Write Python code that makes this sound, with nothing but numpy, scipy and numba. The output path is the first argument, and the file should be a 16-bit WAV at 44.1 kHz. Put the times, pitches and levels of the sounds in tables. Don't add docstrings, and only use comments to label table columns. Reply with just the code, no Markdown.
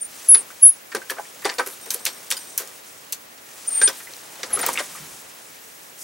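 import sys
import numpy as np
from scipy import signal
from scipy.fft import rfft, irfft
from scipy.io import wavfile
from scipy.ndimage import uniform_filter1d
from numba import njit

SR = 44100
rng = np.random.default_rng(int(sys.argv[2]) if len(sys.argv) > 2 else 0)


def to_wav(s):
    ch = np.atleast_2d(s).T
    pcm = np.round(np.clip(ch, -1, 1) * 32767)
    wavfile.write(sys.argv[1], SR, pcm.astype(np.int16))


def gain_from_db(level_db):
    decades = np.asarray(level_db, float) / 20
    return 10 ** decades


N = 265923


def level(x, db):
    return x * gain_from_db(db) / np.sqrt(np.mean(x ** 2))


def band(x, lo_hz, hi_hz):
    sos = signal.butter(3, [lo_hz, min(hi_hz, 20000)], "band", fs=SR, output="sos")
    return signal.sosfilt(sos, x) / np.sqrt((hi_hz - lo_hz) / (SR / 2))


def walk(rate_hz):
    hold = int(SR / rate_hz)
    held = np.repeat(rng.standard_normal(N // hold + 1), hold)
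    return 1.15 * uniform_filter1d(uniform_filter1d(held, hold), hold)[:N]


# frequency in Hz, level in dB per Hz.
HISS_SPECTRUM = [(25, -31), (50, -11), (80, -4.5), (130, -3), (250, 1.5), (500, 6.5), (1000, 4), (2000, 3),
                 (4000, -4.5), (8000, -8), (12000, -17), (15950, -10), (16100, -58)]
# frequency in Hz, left-right likeness from -1 to 1.
HISS_LIKENESS = [(60, 0.82), (150, 0.96), (350, -0.11), (1300, -0.51), (2400, -0.029), (8000, -0.69),
                 (15000, 0.7)]


def hiss():
    log_hz = np.log(np.maximum(np.fft.rfftfreq(N, 1 / SR), 1))

    def read(table):
        hz, value = np.transpose(table)
        return np.interp(log_hz, np.log(hz), value)

    like = np.clip(read(HISS_LIKENESS), -.9, .99)
    mid, side = (rfft(rng.standard_normal(N)) * gain_from_db(read(HISS_SPECTRUM)) for _ in range(2))
    sides = side * np.sqrt(1 - like) * np.array([[1], [-1]])
    return level(irfft(mid * np.sqrt(1 + like) + sides, N), -46.5)


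def whistle():
    scan_hz, scan_db, beat_hz, crest_s = 15735, -50.5, 13.017, .9906
    t = np.arange(N) / SR
    throb = np.abs(np.cos(np.pi * beat_hz * (t - crest_s))) ** .65
    return gain_from_db(scan_db) * throb * np.sin(2 * np.pi * scan_hz * t)


@njit
def walls(x, lags, gain, damp):
    line, soft, out = np.zeros((8, 4096)), np.zeros(8), np.zeros((2, len(x)))
    for i in range(len(x)):
        total = 0.
        for k in range(8):
            soft[k] += (1 - damp) * (gain[k] * line[k, (i - lags[k]) & 4095] - soft[k])
            total += soft[k]
            out[k % 2, i] += soft[k]
        for k in range(8):
            line[k, i & 4095] = x[i] + soft[k] - total / 4
    return out


def room(x):
    t60_s, damp, room_db = 0.12, 0.26, -11
    lags = np.array([331, 457, 613, 787, 941, 1123, 1361, 1597])
    return gain_from_db(room_db) * walls(x, lags, gain_from_db(-60 * lags / SR / t60_s), damp)


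# time in seconds, level in dB.
BENCH_SHIFT = [
    (4.4, -78),
    (4.55, -50),
    (4.8, -67),
    (5.0, -61),
    (5.15, -60.5),
    (5.3, -76),
]


def bench_shift():
    low = band(rng.standard_normal(N), 129, 210) + gain_from_db(-7.0) * band(rng.standard_normal(N), 40, 89)
    return gain_from_db(np.interp(np.arange(N) / SR, *np.transpose(BENCH_SHIFT))) * low


# time in seconds, effort in dB, lightness of touch in dB.
RUB_EFFORT = [(0, -57.5, 7), (.13, -47.5, 3), (.3, -44.5, 3.5), (.44, -48.5, 1), (.9, -56.5, 5.5),
              (1.09, -50, 2.5), (1.95, -48, 1), (2.74, -49, 2.5), (3.4, -56.5, 2), (3.5, -49.5, 3),
              (3.84, -40.5, 0.5), (4.03, -48.5, 3.5), (4.5, -44.5, -1), (4.68, -32.5, -0.5),
              (4.8, -42, 2.5), (5.31, -49.5, 0.8), (5.95, -54.5, 5.5), (6.03, -51.5, 16)]


def rub():
    t = np.arange(N) / SR
    s, effort_db, light_db = np.transpose(RUB_EFFORT)
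    hiss_db = effort_db + light_db
    ranges = [(effort_db - light_db - 4.5, 200, 1300),
              (effort_db - 2.0, 1300, 5200),
              (hiss_db - 0.3, 5200, 10500),
              (0.7 * hiss_db - 18.5, 10500, 17500)]
    out = np.zeros(N)
    for db, lo_hz, hi_hz in ranges:
        grain = rng.standard_normal(N) * gain_from_db(1.5 * walk(200) + 1.1 * walk(30))
        out += gain_from_db(np.interp(t, s, db)) * band(grain, lo_hz, hi_hz)
    return out


# start in seconds, length in seconds, level in dB, lowest Hz, highest Hz.
SCUFF_EVENTS = [
    (1.673, 0.06, -42, 8800, 12500),
    (1.91, .036, -36, 9500, 13000),
    (3.813, 0.011, -39, 13000, 15500),
    (3.968, .03, -43, 7500, 13500),
    (4.02, 0.031, -45, 7000, 12500),
    (4.59, .02, -34.5, 7000, 15500),
    (4.785, 0.023, -34.5, 5000, 10500),
    (1.166, .02, -41, 350, 1680),
    (1.249, 0.012, -47.5, 1480, 3000),
]


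def scuffs():
    out, grain = np.zeros(N), rng.standard_normal(N) * gain_from_db(1.8 * walk(400))
    for s, length_s, db, lo_hz, hi_hz in SCUFF_EVENTS:
        span = np.arange(int(s * SR), int((s + 1.5 * length_s) * SR))
        part = (span / SR - s) / length_s
        swell = np.clip(8 * part, 0, 1) * np.clip(3 - 2 * part, 0, 1)
        out[span] += gain_from_db(db) * swell * band(grain[span], lo_hz, hi_hz)
    return out


# start in seconds, peak in dB, centre in Hz.
TICK_EVENTS = [(.3453, -20, 4600), (.3499, -16, 4560), (0.3545, -18, 4400), (.9497, -25, 12900),
               (.9687, -27, 4970), (1.1048, -16, 11400), (1.1049, -22, 8100), (1.4397, -28, 13400),
               (1.4983, -14, 4800), (1.5395, -29, 6000), (1.5823, -31, 13500), (1.6731, -17, 11500),
               (1.813, -33, 11000), (1.858, -27, 13500), (1.9049, -12.5, 6140), (1.9052, -20, 14000),
               (1.944, -9, 10650), (1.9463, -21, 10900), (1.9937, -32, 5000), (2.0524, -11, 12900),
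               (2.0635, -11, 3000), (2.0708, -21, 11500), (2.3048, -16, 6540), (2.3121, -16, 12800),
               (2.315, -13, 2820), (2.323, -9, 6000), (2.577, -7, 12500), (2.578, -10, 7900),
               (2.582, -15, 6500), (2.582, -17, 12500), (2.655, -33, 11000), (2.6745, -27, 6500),
               (3.1236, -10, 13600), (3.1238, -13, 9350), (3.1281, -16.5, 5700), (3.1349, -22, 9500),
               (3.8769, -17, 5600), (3.8867, -21, 12600), (4.1366, -24, 5100), (4.166, -29, 7500),
               (4.166, -32, 13500), (4.4324, -17, 4460), (4.4442, -25, 5000), (4.538, -20, 7800),
               (4.5905, -24, 11000), (4.663, -8, 14500), (4.665, -9, 8300), (4.6885, -18, 8000),
               (4.7054, -28, 13000), (4.7306, -21, 13000), (4.7376, -20, 6500), (4.742, -19, 9000),
               (4.7755, -16, 3000), (4.786, -23, 2310), (4.7945, -20, 6070)]


def ticks():
    t60_s, rise_s, spread = .008, 0.00014, 1.11
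    t = np.arange(int(.02 * SR)) / SR
    out = np.zeros(N + len(t))
    scatter = 1 + .03 * rng.standard_normal((len(TICK_EVENTS), 5))
    cluster = spread ** np.arange(-2, 3) * scatter
    for (s, db, hz), ratios in zip(TICK_EVENTS, cluster):
        modes = np.sin(2 * np.pi * np.minimum(hz * ratios, 15600)[:, None] * t).sum(axis=0)
        i = int(s * SR)
        out[i:i + len(t)] += gain_from_db(db - 5.0 - 60 * t / t60_s) * (1 - np.exp(-t / rise_s)) * modes
    return out[:N]


def steel(modes, strikes, waver, flicker_db):
    t = np.arange(int(.6 * SR)) / SR
    out = np.zeros(N + len(t))
    chance = rng.standard_normal((len(strikes), len(modes), 2))
    for m, (hz, mode_db, t60_s) in enumerate(modes):
        drift = 1 + waver * walk(27)[:len(t)]
        chatter = gain_from_db(flicker_db * walk(149.5)[:len(t)])
        for k, (s, db) in enumerate(strikes):
            favour_db, detune = 1.3 * chance[k, m, 0], 1 + 0.00215 * chance[k, m, 1]
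            turns = hz * detune * np.cumsum(np.roll(drift, shift=1733 * k)) / SR
            swell = gain_from_db(db + mode_db + favour_db - 60 * t / t60_s) * np.roll(chatter, shift=1733 * k)
            i = int(s * SR)
            out[i:i + len(t)] += swell * np.sin(2 * np.pi * turns)
    return out[:N]


# mode in Hz, level in dB, t60 in seconds.
LATCH_MODES = [(1513, -9.5, 0.12), (4900, -3, 0.042), (7070, -8, 0.023), (9200, 1, 0.086),
               (9350, 2.5, 0.08), (12740, -4, .05), (14600, -6, .05)]
# start in seconds, level in dB.
LATCH_STRIKES = [(.949, -32), (1.1045, -38), (1.452, -32), (1.4825, -43), (1.5395, -42), (1.546, -43),
                 (1.597, -36), (1.662, -39.5), (2.3675, -32), (2.3762, -40), (4.6135, -42)]
# mode in Hz, level in dB, t60 in seconds.
ROD_MODES = [(3750, -12, .6), (5600, -9, .6), (5900, -6, .6), (8430, -2, .7), (8810, -1, .7),
             (12600, -7, .5)]
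# start in seconds, level in dB.
ROD_STRIKES = [
    (1.813, -46),
    (1.833, -45),
    (1.994, -46),
    (2.1, -44),
    (2.311, -45),
    (2.39, -43),
    (2.47, -47),
]


def latch_rods_and_tube():
    tube = steel([(9900, 0, 0.25)], [(4.796, -37.5)], .002, 2.5)
    return steel(LATCH_MODES, LATCH_STRIKES, 0.0028, 3.0) + steel(ROD_MODES, ROD_STRIKES, .008, 4) + tube


def single_parts(table, rise_s, split, rough_db):
    t = np.arange(int(.3 * SR)) / SR
    out = np.zeros(N + len(t))
    for s, db, hz, t60_s in table:
        pair = np.sin(2 * np.pi * hz * t) + 0.34 * np.sin(2 * np.pi * hz * split * t)
        swell = gain_from_db(db - 60 * t / max(t60_s, .01)) * (1 - np.exp(-t / rise_s))
        i = int(s * SR)
        out[i:i + len(t)] += swell * pair
    return out[:N] * gain_from_db(rough_db * walk(900))


# start in seconds, peak in dB, pitch in Hz, t60 in seconds.
THUMP_EVENTS = [(0.346, -41.5, 400, 0.3), (0.947, -14.5, 436, 0.039), (0.969, -30, 350, 0.069),
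                (0.95, -35.5, 220, 0.12), (5.0, -33, 150, 0.2), (1.112, -39, 990, 0.13),
                (.951, -24, 976, 0.047), (4.538, -25.5, 814, 0.052), (1.184, -27, 680, .06),
                (1.19, -22, 830, 0.07), (1.4515, -13, 410, 0.045), (1.456, -19, 810, .05),
                (1.453, -22, 1150, .05), (1.583, -23.5, 500, .12), (1.6, -22, 810, .07),
                (4.636, -20, 920, .04), (3.815, -28, 430, .1), (1.494, -31, 800, 0.074),
                (1.592, -13, 981, 0.057), (1.669, -34, 392, 0.074), (1.872, -36, 450, 0.1),
                (1.95, -33, 480, 0.08), (2.072, -34, 540, 0.062), (2.603, -34, 416, 0.05),
                (3.877, -21, 425, 0.054), (4.394, -35, 564, 0.077), (4.564, -28.5, 420, 0.11),
                (4.666, -28, 460, 0.063), (4.686, -12, 956, 0.037), (4.803, -21.5, 596, 0.055)]
# start in seconds, peak in dB, pitch in Hz, t60 in seconds.
KNOCK_EVENTS = [(0.3486, -22.5, 1886, 0.058), (0.503, -31, 1520, .05), (0.5018, -29, 1250, 0.028),
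                (0.9188, -30, 1816, 0.084), (0.9477, -16, 1578, 0.054), (1.0166, -28, 1550, 0.066),
                (1.0984, -11, 1712, 0.027), (1.1837, -26, 1520, 0.09), (1.4516, -25, 1550, 0.042),
                (1.491, -20, 1760, 0.061), (1.5938, -9, 1540, 0.07), (1.44, -26, 1820, .05),
                (1.1105, -20, 1650, .04), (1.0985, -22, 3150, .03), (2.0622, -19.5, 2183, 0.068),
                (3.8155, -10, 1594, 0.075), (3.8781, -16, 1552, 0.063), (3.875, -13, 3380, 0.045),
                (3.875, -15, 5780, 0.04), (3.877, -16, 5050, .07), (3.875, -21, 2480, .03),
                (3.813, -23, 3520, .07), (3.813, -23, 5500, .04), (3.814, -25, 2350, .05),
                (1.603, -17.5, 1266, .09), (4.779, -23, 3560, 0.065), (.3475, -14, 4590, 0.044),
                (1.4915, -22, 2100, .06), (1.4545, -22, 2050, .05), (4.0721, -25, 2025, 0.032),
                (4.4313, -20.5, 2180, 0.038), (4.5725, -16, 1260, 0.037), (4.6304, -13, 1380, 0.025),
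                (4.6306, -16, 2000, .03), (4.7745, -15, 2150, .03), (4.803, -20, 1900, .04),
                (4.603, -24, 1850, .03), (4.7561, -13.5, 2240, 0.022), (4.774, -10, 2730, 0.023),
                (4.7864, -9.5, 2080, 0.027), (4.795, -24, 1180, 0.11), (4.9501, -29, 1233, 0.058)]
# start in seconds, peak in dB, pitch in Hz, t60 in seconds.
PING_EVENTS = [(1.9445, -19, 10530, 0.015), (2.0527, -11, 6460, .015), (2.3112, -10.5, 9500, 0.018),
               (3.128, -28, 6150, 0.066), (4.731, -22, 9400, 0.03), (4.795, -23, 5240, 0.03),
               (1.4935, -22, 4700, .05), (2.3765, -25, 7170, .02), (2.3678, -25, 4900, .05),
               (1.6618, -27, 12600, .03), (1.094, -31, 12600, .09), (1.9052, -17, 6200, .025),
               (1.583, -20, 4500, .05), (1.447, -21, 4750, .05), (1.4545, -20, 3500, .04),
               (1.4575, -24, 7900, .03), (4.6625, -17, 14900, .03), (4.667, -21, 8300, .04),
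               (2.5775, -15, 12400, .02), (2.598, -30, 14900, .06)]


def thumps_knocks_and_pings():
    thumps = single_parts(THUMP_EVENTS, 0.0018, 1.2, 3.7)
    knocks = single_parts(KNOCK_EVENTS, 0.0011, 1.06, 2.6)
    pings = single_parts(PING_EVENTS, 0.00028, 0.63, 3.3)
    return thumps + gain_from_db(-4.0) * knocks + gain_from_db(-1.0) * pings


# mode in Hz, level in dB, t60 in seconds.
FRAME_MODES = [(400, -26, 0.26), (540, 1.5, 0.066), (857, -1, 0.036), (990, -2, 0.19), (1608, -5.5, 0.046),
               (1844, -6.5, .06), (4700, -10.5, 0.031), (5790, -14.5, 0.023)]


def frame(x, lo_hz, hi_hz):
    out = np.zeros(N)
    for hz, db, t60_s in FRAME_MODES:
        if lo_hz <= hz < hi_hz:
            r = np.exp(-np.log(1000) / (min(t60_s, 0.15) * SR))
            pole = r * np.exp(2j * np.pi * hz / SR)
            out += gain_from_db(db) * np.sqrt(2 * (1 - r * r)) * signal.lfilter([1], [1, -pole], x).imag
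    return out


CLUNK_BLOWS = [(.3472, -27, -14, 0.18), (.9486, -18, -8, 0.11), (1.18, -43, 10, 0.085),
               (1.446, -21, -1, 0.083), (1.4521, -17, -12.5, 0.13), (1.5827, -17, -11, 0.12),
               (1.592, -29, 9.5, 0.077), (2.0634, -14, -21, .12), (3.3762, -37, -21, 0.14),
               (3.8137, -14.5, -14, 0.15), (4.4311, -19, -10, 0.076), (4.6298, -18, -5, 0.07),
               (4.797, -19, -13, 0.05), (2.3124, -14.5, -21, 0.094)]
CLACK_BLOWS = [(1.1024, -30, -2, 0.14), (1.6611, -30, -1, 0.072), (1.6724, -34, -11.5, 0.26),
               (1.8574, -35, -4.5, 0.093), (1.939, -25, -13, 0.12), (1.9954, -41, -1, 0.078),
               (2.583, -38, -9, .09), (2.5924, -30.5, -9, 0.21), (2.6744, -40, -17, 0.14),
               (3.8854, -23.5, -5, 0.069), (4.0724, -49, 7, 0.15), (4.3944, -52, -5, .046),
               (4.501, -38.5, 2, 0.26), (4.5376, -35, -7, 0.089), (4.5724, -37, 8.5, 0.083),
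               (4.59, -24.5, -4.5, 0.095), (4.6624, -21, 0, 0.06), (4.6847, -25, -3, 0.11),
               (4.7296, -41, -14, .077), (4.7354, -27, -18, 0.046)]
TAP_BLOWS = [(.3428, -20, -6.5, 0.083), (.5055, -41.5, 6, 0.058), (.9163, -28.5, -1, 0.079),
             (1.0161, -38, -0.5, .065), (1.0975, -17.5, -12, 0.055), (1.4905, -23.5, -7, 0.15),
             (2.3216, -19.5, -19, 0.054), (3.8748, -14, -17, 0.085), (4.7564, -37.5, 10, 0.07),
             (4.7735, -28.5, 4.5, 0.13), (4.7858, -29, -10, 0.1)]
SNAP_BLOWS = [
    (1.4203, -37, 4, 0.068),
    (1.9047, -21.5, -15.5, 0.15),
    (2.0525, -19, -17, 0.13),
    (2.3035, -22.5, -15, 0.17),
    (2.368, -34, -16, 0.12),
    (2.577, -20.5, -17.5, .12),
    (3.1233, -22.5, -18.5, 0.11),
    (3.9994, -43, 12, 0.064),
    (4.9499, -39, 4, 0.12),
]


def blows():
    # blows, thump dB over the knock, tick dB over the clack, share of first crack 0-1
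    kinds = [(CLUNK_BLOWS, -5, -21, 0.27), (CLACK_BLOWS, -4, 0.39, 0.35),
             (TAP_BLOWS, -17, -34, .3), (SNAP_BLOWS, -25, 0.6, 0.62)]
    t = np.arange(int(.3 * SR)) / SR
    push = np.zeros((4, N + len(t)))
    rise_s = np.array([[.003], [.0012], [.0003], [.0001]])
    stay = np.array([[1.3], [1.1], [.95], [.8]])
    crack = np.array([[0], [.7], [3.1], [3.6]]) * np.exp(-t / .0007)
    for table, thump_db, tick_db, sharp in kinds:
        for s, clack_db, knock_db, t60_s in table:
            db = clack_db + np.array([[knock_db + thump_db], [knock_db], [0], [tick_db]])
            soft = 1 + 2.7 * gain_from_db(min(knock_db, 6))
            rattle = gain_from_db(-60 * t / (max(t60_s, .01) * stay))
            onset = 1 - np.exp(-t / (rise_s * soft))
            i = int(s * SR)
            push[:, i:i + len(t)] += gain_from_db(db) * onset * (sharp * crack / soft + rattle)
    contacts = np.sign(rng.standard_normal((4, N))) * gain_from_db(2.23 * walk(700))
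    thump, knock, clack, tick = push[:, :N] * contacts
    return (gain_from_db(2.0) * band(thump, 257, 1050) + gain_from_db(-5.5) * frame(thump, 0, 700)
            + gain_from_db(-1.0) * band(knock, 830, 2370) + gain_from_db(-10.5) * frame(knock, 700, 2500)
            + gain_from_db(-10.0) * band(clack, 2400, 8270) + gain_from_db(-10.5) * frame(clack, 2500, 8000)
            + gain_from_db(-4.0) * band(tick, 5860, 14400))


# first crest in seconds, pitch in Hz, crest in dB, bounce period in seconds,
# fade in dB by the second bounce.
SQUEAK_EVENTS = [
    (0.0235, 9034, -24.5, 0.033, 9),
    (0.38, 9220, -21, 0.012, 5),
    (.3791, 8760, -26, .011, 9),
    (.3983, 8620, -27, 0.011, 4),
    (3.6852, 9020, -18.5, 0.028, 30),
    (4.5378, 10910, -15.5, 0.019, 6.5),
    (4.6159, 9200, -21.5, 0.012, 6),
]


def squeaks(wobble):
    shape, fade_power, cling = 0.9, 1.9, .15
    out = np.zeros(N)
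    for crest_s, hz, db, period_s, fade_db in SQUEAK_EVENTS:
        span = np.arange(int((crest_s - period_s / 2) * SR), int((crest_s + 4.5 * period_s) * SR))
        bounce = (span / SR - crest_s) / period_s
        grip = np.abs(np.cos(np.pi * bounce)) ** shape + cling * np.clip(2 * bounce, 0, 1)
        swell = gain_from_db(db - fade_db * np.abs(bounce) ** fade_power) * grip
        out[span] += swell * np.sin(2 * np.pi * hz * np.cumsum(wobble[span] ** 3) / SR)
    return out


# time in seconds, pitch in Hz, grip in dB, throb depth in dB.
SQUEAL_CURVES = [
    [(.281, 10700, -43, -1), (.288, 10781, -8, 0.3), (.3, 10720, -5.5, 0.3), (.312, 10600, -7.5, 0.3),
     (.318, 10560, -4, 0.3), (.3356, 10210, -5, 0.3), (.352, 10290, -4.5, 3), (.372, 10310, -14.5, 4),
     (.425, 10325, -44, 12)],
    [(.598, 10340, -55, -1), (.6195, 10520, -30, 1), (.629, 10670, -7.5, 0.3), (.635, 10740, -3.5, 0.3),
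     (.652, 10730, -3.5, 0.3), (.672, 10660, -5.5, 0.3), (.697, 10470, -8, 0.3), (.718, 10420, -25, 3),
     (.762, 10430, -48, 6)],
    [(3.697, 8900, -37, 0.3), (3.71, 9030, -28, 0.6), (3.73, 8870, -23, 7), (3.755, 8970, -18.5, 10),
     (3.782, 8900, -17.5, 5), (3.812, 8970, -24.5, 6), (3.838, 9001, -8, 0), (3.862, 8993, -11.5, -1),
     (3.9, 9015, -36, 5)],
]
# one crest in seconds, period in seconds, quickening in cycles/s^2,
# share of the double-rate throb 0-1.
SQUEAL_THROBS = [
    (.3448, .0117, 0.1, .75),
    (.6806, .0148, 0.1, .25),
    (3.84, .019, 66, .05),
]
# time in seconds, depth in dB, width in seconds.
GRIP_SLIPS = [(.2905, 5, .002), (.309, 2, .004), (.3212, 5, .0012), (.3268, 5, .0012), (.3325, 8, .0015),
              (.3365, 5, 0.00093), (.3418, 2, .0012), (0.353, 16, 0.0018), (.361, 16, 0.0028),
              (.367, 9, 0.001), (3.851, 4, .004), (.3725, 8, .001), (.385, 10, .0015), (.6455, 3, .003),
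              (.6765, 3, .002), (.686, 5, .004), (.6987, 12, .0012), (.7045, 4, .0012), (.709, 10, .001),
              (.7155, 16, .0015), (.723, 10, .0015), (.731, 10, .0015)]


def long_squeals(wobble):
    ragged = .5
    out = np.zeros(N)
    for curve, (crest_s, period_s, quicken, double) in zip(SQUEAL_CURVES, SQUEAL_THROBS):
        s, hz, grip_db, depth_db = np.transpose(curve)
        span = np.arange(int(s[0] * SR), int(s[-1] * SR))
        t = span / SR
        late = t - crest_s
        turn = np.pi * (late / period_s + quicken * late ** 2)
        dip = (1 - double) * np.sin(turn) ** 2 + double * np.sin(2 * turn) ** 2
        depth = np.interp(t, s, depth_db)
        slip_db = sum(db * np.exp(-((t - at) / width) ** 2) for at, db, width in GRIP_SLIPS)
        swell = gain_from_db(np.interp(t, s, grip_db) - depth * dip ** 1.5 - slip_db)
        pitch_hz = np.interp(t, s, hz) * wobble[span] ** (4.5 + ragged * depth)
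        out[span] += uniform_filter1d(swell, size=60) * np.sin(2 * np.pi * np.cumsum(pitch_hz) / SR)
    return out


def scene():
    wobble = 1 + .0004 * walk(300)
    pivots = gain_from_db(3.2) * (long_squeals(wobble) + squeaks(wobble))
    high_pass = signal.butter(3, 172, "high", fs=SR, output="sos")
    struck = signal.sosfilt(high_pass, blows() + thumps_knocks_and_pings() + latch_rods_and_tube())
    clatter = struck + rub() + bench_shift() + ticks() + scuffs()
    direct = pivots * np.array([[gain_from_db(.7)], [gain_from_db(-.7)]]) + clatter * np.array([[gain_from_db(.3)], [gain_from_db(-.3)]])
    direct += gain_from_db(-19.0) * np.array([np.roll(clatter, shift=71), np.roll(clatter, shift=113)])
    direct += gain_from_db(-15) * np.roll(band(clatter, 900, 7000), shift=37) * np.array([[.5], [-.5]])
    return direct + room(clatter + gain_from_db(-0.5) * pivots) + hiss() + whistle()


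def band_limit(x):
    return signal.sosfilt(signal.butter(12, 17170, fs=SR, output="sos"), x)


def record(dry):
    hz = np.fft.rfftfreq(N, 1 / SR)
    above = irfft(rfft(dry) * np.clip((hz - 11150) / 300, 0, 1), N)
    squeal_power = signal.lfilter([.006], [1, -.994], band(dry.mean(axis=0), 9900, 11000) ** 2)
    hushed = uniform_filter1d(1. * (squeal_power > .3), size=300)
    top_cut = signal.ellip(7, .3, 55, 15950, fs=SR, output="sos")
    mix = np.clip(signal.sosfilt(top_cut, dry - hushed * above), -1, 1)
    return band_limit(mix)


dry = scene()
out = record(dry)
to_wav(out)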